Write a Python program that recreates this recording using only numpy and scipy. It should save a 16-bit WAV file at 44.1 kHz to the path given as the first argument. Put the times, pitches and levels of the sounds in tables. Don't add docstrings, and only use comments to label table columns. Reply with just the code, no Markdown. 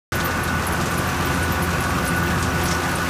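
import sys
import numpy as np
from scipy import signal
from scipy.fft import rfft, irfft
from scipy.io import wavfile
from scipy.ndimage import uniform_filter1d

SR = 44100
rng = np.random.default_rng(int(sys.argv[2]) if len(sys.argv) > 2 else 0)


def gain_from_decibels(decibels):
    exponent = np.asarray(decibels, float) / 20
    return 10 ** exponent


def master(y):
    cut = np.clip(np.atleast_2d(y).T, -1, 1)
    pcm = np.round(cut * 32767)
    wavfile.write(sys.argv[1], SR, pcm.astype(np.int16))


N = 136269

# time in seconds, firing rate in Hz, firing line level in dB.
ENGINE = [
    (0, 85.5, -31),
    (.5, 85.8, -30),
    (1.1, 85.3, -31),
    (1.4, 85.6, -28),
    (1.9, 85.7, -29),
    (2.25, 86.2, -31),
    (2.6, 85.4, -29),
    (3.1, 86, -31),
]


def evened(x):
    return x / np.sqrt(np.mean(x ** 2) + 1e-20)


def curve(rows, col):
    return np.interp(np.arange(N) / SR, *np.transpose(rows)[[0, col]])


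def wander(per_s):
    t = np.arange(0, N, 64) / SR
    f = np.geomspace(.3, per_s, num=24)[:, None]
    waves = np.sin(2 * np.pi * (f * t + rng.random(f.shape))) / np.sqrt(f)
    return np.interp(np.arange(N) / SR, t, evened(waves.sum(0)))


def colour(x, points):
    f, db = np.transpose(points)
    hz = np.fft.rfftfreq(len(x), 1 / SR)
    gain = gain_from_decibels(np.interp(np.log(hz + 1), np.log(f + 1), db))
    return evened(irfft(rfft(x) * gain, len(x)))


def resonate(x, hz, width_hz):
    turn = np.exp(2j * np.pi * np.cumsum(hz * np.ones(len(x))) / SR)
    r = np.exp(-np.pi * width_hz / SR)
    return 2 * (turn * signal.lfilter([1 - r], [1, -r], x / turn)).real


def resonate_twice(x, hz, width_hz):
    return resonate(resonate(x, hz, width_hz), hz, width_hz)


def short_peak(x):
    return np.sqrt(uniform_filter1d(x ** 2, size=130).max())


def add(mix, s, sound):
    part = mix[round(s * SR):][:len(sound)]
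    part += sound[:len(part)]


def tone(hz, level_db, wander_db, fuzz, width_hz):
    cycles = np.cumsum(hz * np.ones(N)) / SR + rng.random()
    clean = np.sqrt(2) * np.sin(2 * np.pi * cycles)
    blur = evened(resonate_twice(rng.standard_normal(N), hz, width_hz))
    return gain_from_decibels(level_db + wander_db * wander(9.8)) * (clean + fuzz * blur)


def swells(order):
    # time in seconds, swell in dB, order as a multiple of the firing rate.
    swell_rows = [(.14, 2.5, 1), (.3, -2, 1), (.26, 2.5, 2), (.545, 6.5, 1), (.61, 5, 2), (0.809, 13.5, 2),
                  (.975, 5, 2), (1.14, 10, 3), (1.2, 6, 1), (1.23, 12, 2), (1.27, -2, 1), (1.311, 3.5, 2),
                  (1.37, 7, 2), (1.42, 2, 1), (1.48, 2, 1), (1.525, 8, 2), (1.64, 2, 1), (1.695, 2, 1),
                  (1.79, 3.5, 3), (1.9, -1, 1), (1.97, -1, 1), (2.11, 3, 1), (2.2, 6, 2), (2.48, 3, 1),
                  (2.59, 5, 1), (2.64, 6, 2), (2.72, 10, 2), (2.97, 4, 1), (3.041, 5, 3)]
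    swell_s = .018
    t = np.arange(0, N, 64) / SR
    swell_db = 0 * t
    for s, db, k in swell_rows:
        if round(k) == order:
            swell_db = swell_db + db * np.exp(-.5 * ((t - s) / swell_s) ** 2)
    return np.interp(np.arange(N) / SR, t, swell_db)


def engines():
    # multiple of the firing rate, level re firing line in dB.
    exhaust_orders = [(1, -1.5), (2, -8), (3, -10.5), (6, -19.5), (1.5, -33), (.5, -26)]
    # frequency in Hz, level in dB.
    far_hums = [(68.2, -38.5), (136, -43), (272, -45), (344.1, -39.5), (363, -45), (565, -50)]
    firing_hz, firing_db = curve(ENGINE, col=1), curve(ENGINE, col=2)
    mix = np.zeros(N)
    for k, order_db in exhaust_orders:
        wander_db = 1.5 if k != 1 else .8
        mix += tone(k * firing_hz, firing_db + order_db + swells(k), wander_db, .3 * k, 5 * k)
    for hz, level_db in far_hums:
        mix += tone(hz, level_db, 1.5, min(hz / 200, .8), 22)
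    return mix


def gearbox():
    # time in seconds, frequency in Hz, level in dB.
    whine = [(0, 1477, -31), (.25, 1477, -31.5), (.44, 1476, -33), (.65, 1476, -30), (1.02, 1476, -32),
             (1.12, 1475, -39), (1.22, 1474, -38), (1.28, 1474, -30), (1.55, 1475, -33),
             (1.75, 1476, -31.5), (1.93, 1476, -35), (2.0, 1474, -30), (2.28, 1473, -30.5),
             (2.4, 1473, -35), (2.55, 1475, -30), (2.66, 1475, -34), (2.75, 1475, -30.5), (3.1, 1476, -31)]
    # share of the whine pitch, level re mean whine in dB.
    side_orders = [(.802, -12), (1.203, -16), (.4955, -13.5), (.69, -14), (.893, -15), (.936, -12),
                   (.524, -13), (.852, -12)]
    # time in seconds, frequency in Hz, level in dB.
    web_drive = [(.1, 1110, -36), (.22, 1165, -41), (.37, 1190, -36.5), (.44, 1125, -44), (.5, 1188, -37),
                 (.59, 1130, -34), (.66, 1165, -39), (.83, 1175, -35), (1.21, 1178, -38), (1.45, 1170, -48),
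                 (1.88, 1136, -35), (2.16, 1174, -33), (2.27, 1173, -43), (2.36, 1133, -39),
                 (2.63, 1180, -39), (2.75, 1155, -34), (2.85, 1191, -40), (3.1, 1188, -33)]
    trim_db = -2
    hz, level_db = curve(whine, col=1), curve(whine, col=2) + trim_db
    mix = tone(curve(web_drive, col=1), curve(web_drive, col=2) + trim_db, 1.5, .7, 40)
    mix += tone(hz, level_db, 1, .45, 35)
    for share, order_db in side_orders:
        mix += tone(share * hz, level_db.mean() + order_db, 2, .8, 16)
    return mix


def patchy_noise(patch_db):
    frames = N // 256 + 5
    a, b, patches = rng.standard_normal((frames, 513, 3)).T
    patches = uniform_filter1d(patches, size=8, axis=0)
    patches = evened(uniform_filter1d(patches, size=10, axis=1))
    spectra = (a + 1j * b) * gain_from_decibels(patch_db * patches)
    return signal.istft(spectra, nperseg=1024, noverlap=768)[1][:N]


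def roar():
    # frequency in Hz, density in dB per Hz.
    roar_shape = [(22, -29), (45, -6), (90, -7), (260, -5.5), (600, -9.5), (1400, -8.5), (1960, -16),
                  (3200, -26)]
    # frequency in Hz, width in Hz, level in dB.
    panel_modes = [(131, 54, -39), (159.4, 72, -43.5), (180, 124, -37.5), (934, 170, -49.5),
                   (1140, 190, -42.5), (1240, 110, -51), (1630, 500, -42.5), (2630, 600, -46),
                   (5880, 1700, -46)]
    roar_db, firing_gate = -25.5, .05
    frame_share, frame_top_hz = .4, 300
    firing_cycles = np.cumsum(curve(ENGINE, col=1)) / SR
    noise = patchy_noise(patch_db=1.1) * (1 + firing_gate * np.cos(2 * np.pi * firing_cycles))
    both = gain_from_decibels(roar_db) * colour(noise, [(6, -60)] + roar_shape + [(4200, -74)])
    for hz, width_hz, level_db in panel_modes:
        both += gain_from_decibels(level_db) * evened(resonate_twice(noise, hz, width_hz))
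    frame = signal.filtfilt(*signal.butter(2, frame_top_hz, fs=SR), both)
    shake = gain_from_decibels(frame_share * (swells(order=1) + swells(order=2)))
    return both + frame * (evened(shake) - 1)


def grains(ticks, decay_s):
    t = np.arange(400) / SR
    return signal.oaconvolve(ticks, np.exp(-t / decay_s))[:N] * rng.standard_normal(N)


def rattle():
    # frequency in Hz, density in dB per Hz.
    rattle_shape = [(1180, -35), (2000, -3.5), (2740, -6.5), (3200, -7.5), (13900, -18), (15600, -23),
                    (16000, -47)]
    # time in seconds, level in dB.
    crop_load = [(.1, 2), (.35, -1), (.5, -0.5), (.7, 1), (.85, 0.5), (1.0, 1), (1.2, -1), (1.45, -0.5),
                 (1.6, -1.5), (1.85, -1.5), (2.1, -0.5), (2.3, 0), (2.45, -2.5), (2.55, -1.5), (2.72, 0.5),
                 (2.8, 0), (3.1, 1.5)]
    rattle_db, hiss_db, stray_db = -38.5, -35.5, -50.5
    rattles_per_s, strays_per_s, spread_db = 1300, 58, 3.5
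    surge_db, load_share = 1, .94
    shape = [(800, -46)] + rattle_shape
    tick_db = spread_db * np.minimum(rng.exponential(1, N), 5)
    ticks = gain_from_decibels(tick_db) * (rng.random(N) < rattles_per_s / SR)
    strays = rng.exponential(1, N) * (rng.random(N) < strays_per_s / SR)
    both = gain_from_decibels(rattle_db) * colour(grains(ticks, decay_s=.0017), shape)
    both += gain_from_decibels(hiss_db) * colour(rng.standard_normal(N), shape)
    both += gain_from_decibels(stray_db) * colour(grains(strays, decay_s=.0023), shape)
    load_db = curve(crop_load, col=1)
    return both * gain_from_decibels(surge_db * wander(24.73) + load_share * (load_db - load_db.mean()))


def clack(start, peak_db, hz):
    trim_db, width_hz, t60_s = -7.5, 220, .063
    t = np.arange(2000) / SR
    ring = resonate(rng.standard_normal(2000) * gain_from_decibels(-60 * t / t60_s), hz, width_hz)
    return start, gain_from_decibels(peak_db + trim_db) * ring / abs(ring).max()


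def knock(start, peak_db, hz):
    trim_db, crack_db, core_width_hz = -6.5, 9, 4100
    t60_s, tick_share, tick_s, rise_s = .2, .9, .0015, .00025
    t = np.arange(4000) / SR
    envelope = (gain_from_decibels(-60 * t / t60_s) + tick_share * np.exp(-t / tick_s)) * np.minimum(t / rise_s, 1)
    burst = rng.standard_normal(4000) * envelope
    crack = signal.lfilter(*signal.butter(2, [2500, 8000], "band", fs=SR), burst)
    both = gain_from_decibels(crack_db) * evened(crack) + evened(resonate(burst, hz, core_width_hz))
    return start, gain_from_decibels(peak_db + trim_db) * both / short_peak(both)


def squeak(start, peak_db, hz):
    trim_db, rise_s, hold_s, t60_s, slips_per_s = -2.5, .00041, .0042, .073, 1100
    ring_hz, skirt_hz, skirt_up_hz, skirt_db = 200, 2200, 900, -1.5
    t = np.arange(4000) / SR
    push = np.minimum(t / rise_s, 1) * gain_from_decibels(-60 * np.maximum(t - hold_s, 0) / t60_s)
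    kicks = rng.exponential(1, 4000) * (rng.random(4000) < slips_per_s / SR)
    slips = push * (.84 + 3 * kicks) * rng.standard_normal(4000)
    mode = resonate(resonate(slips, hz, ring_hz), hz, 4 * ring_hz)
    skirt = resonate_twice(slips, hz + skirt_up_hz, skirt_hz)
    ring = evened(mode) + gain_from_decibels(skirt_db) * evened(skirt)
    return start, gain_from_decibels(peak_db + trim_db) * ring / short_peak(ring)


def rub(start, length_s, level_db, hz, width_hz):
    n = round(length_s * SR)
    grip = gain_from_decibels(1.6 * rng.standard_normal(80).repeat(100)[:n])
    grit = rng.standard_normal(8000)[:n] * grip
    swell = np.sqrt(2 * np.hanning(n))
    return start, gain_from_decibels(level_db) * swell * evened(resonate_twice(grit, hz, width_hz))


def scene():
    # start in seconds, peak in dB, ring in Hz.
    clack_rows = [(0.1249, -30, 2160), (0.1942, -16, 2120), (0.2521, -29, 2550), (0.278, -23, 1970),
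                  (0.6851, -29, 2300), (0.7225, -23, 2380), (0.8103, -27, 2310), (1.0148, -29, 2150),
                  (1.0635, -22, 1940), (1.155, -22, 2090), (1.3885, -23, 2320), (1.5107, -25, 2120),
                  (1.5515, -30, 2040), (1.5746, -34, 2110), (1.7362, -25, 2510), (1.9447, -20, 1950),
                  (2.1109, -19, 1930), (2.1314, -17, 2110), (2.1787, -28, 2127), (2.2685, -19, 2700),
                  (2.3096, -28, 2460), (2.6571, -18, 2090), (2.71, -14, 2000), (2.8422, -16, 1970),
                  (2.8816, -27, 2500), (2.925, -21, 1950), (2.974, -28, 2600), (3.0622, -16, 2150)]
    # start in seconds, peak in dB, core colour in Hz.
    knock_rows = [(0.127, -25, 3970), (0.2, -24, 3510), (0.3087, -26, 4700), (0.4765, -24, 3670),
                  (0.623, -25, 5990), (0.8094, -23.5, 4000), (0.857, -25, 6200), (0.9394, -26, 5340),
                  (1.0894, -25, 3730), (1.705, -24, 4170), (1.73, -27, 4135), (1.8376, -24, 3640),
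                  (2.0625, -24, 4074), (2.3863, -26, 4340), (2.426, -19, 7150), (2.549, -29, 3300),
                  (2.614, -26, 3360), (2.656, -21.5, 5300), (2.6818, -25, 5780), (2.7129, -20, 5500),
                  (2.78, -33, 3790), (2.8334, -24, 3720)]
    # start in seconds, peak in dB, ring in Hz.
    squeak_rows = [(0.154, -26, 13300), (0.2453, -25, 13600), (0.2537, -25, 13300), (0.2674, -45, 13600),
                   (0.4334, -40, 12800), (0.6734, -46, 12700), (0.7173, -35, 12500), (0.909, -32, 13050),
                   (0.9807, -42, 13600), (1.072, -33, 12630), (1.254, -29, 13600), (1.519, -26, 13100),
                   (1.6347, -36, 14100), (2.0517, -32, 13500), (2.174, -34, 13300), (2.2593, -36, 13500),
                   (2.633, -29, 13500),
                   (0.159, -35, 10800), (0.4334, -28, 11100), (0.667, -24, 10800), (0.7228, -30, 10850),
                   (0.9773, -27, 10800), (1.3399, -35, 10050), (1.6212, -26.5, 10900), (1.804, -28, 10700),
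                   (2.0522, -32, 11100), (2.072, -26.5, 10950), (2.16, -31, 10600), (2.1794, -32, 11700),
                   (2.64, -29, 11000), (2.6516, -27.5, 10970), (2.9103, -33, 10480),
                   (0.9153, -32, 9000), (0.9383, -33, 9010), (1.427, -29.5, 8900), (1.8384, -32, 8960),
                   (1.8899, -33, 8800), (2.0742, -26.5, 8830), (2.9524, -26, 8830),
                   (0.161, -38, 14900), (0.2379, -31, 15200), (0.2583, -31, 14600), (1.6352, -37, 15100),
                   (2.0023, -40, 15220), (2.0453, -31, 15400), (2.2263, -32, 14900), (2.2593, -38, 15200),
                   (2.5287, -38, 14900)]
    # start in seconds, length in seconds, level in dB, centre in Hz, width in Hz.
    rub_rows = [(1.272, 0.033, -41, 3170, 130), (2.65, 0.12, -39.5, 5700, 3400),
                (2.679, .02, -34.5, 5900, 800), (2.711, .028, -34.5, 5550, 500),
                (2.743, .014, -35.5, 5700, 500), (2.612, .022, -38, 3300, 500),
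                (.197, .024, -35, 3700, 1500), (.478, .018, -38, 3700, 300), (2.5, .014, -40.5, 5800, 300),
                (1.62, 0.045, -40, 11500, 5000), (2.385, 0.07, -43, 8600, 4000)]
    mix = engines() + gearbox() + roar() + rattle()
    for row in clack_rows:
        add(mix, *clack(*row))
    for row in knock_rows:
        add(mix, *knock(*row))
    for row in squeak_rows:
        add(mix, *squeak(*row))
    for row in rub_rows:
        add(mix, *rub(*row))
    return mix[None]


def low_pass(x):
    return signal.sosfilt(signal.butter(12, 15400, fs=SR, output="sos"), x)


def record(dry):
    start_s, fade_s, edge_hz = .1203, .0002, 15325
    edge = signal.firwin(4001, edge_hz, window=("kaiser", 8), fs=SR)
    gate = np.clip((np.arange(N) / SR - start_s) / fade_s, 0, 1)
    return low_pass(signal.oaconvolve(dry, edge[None], "same") * gate)


dry = scene()
out = record(dry)
master(out)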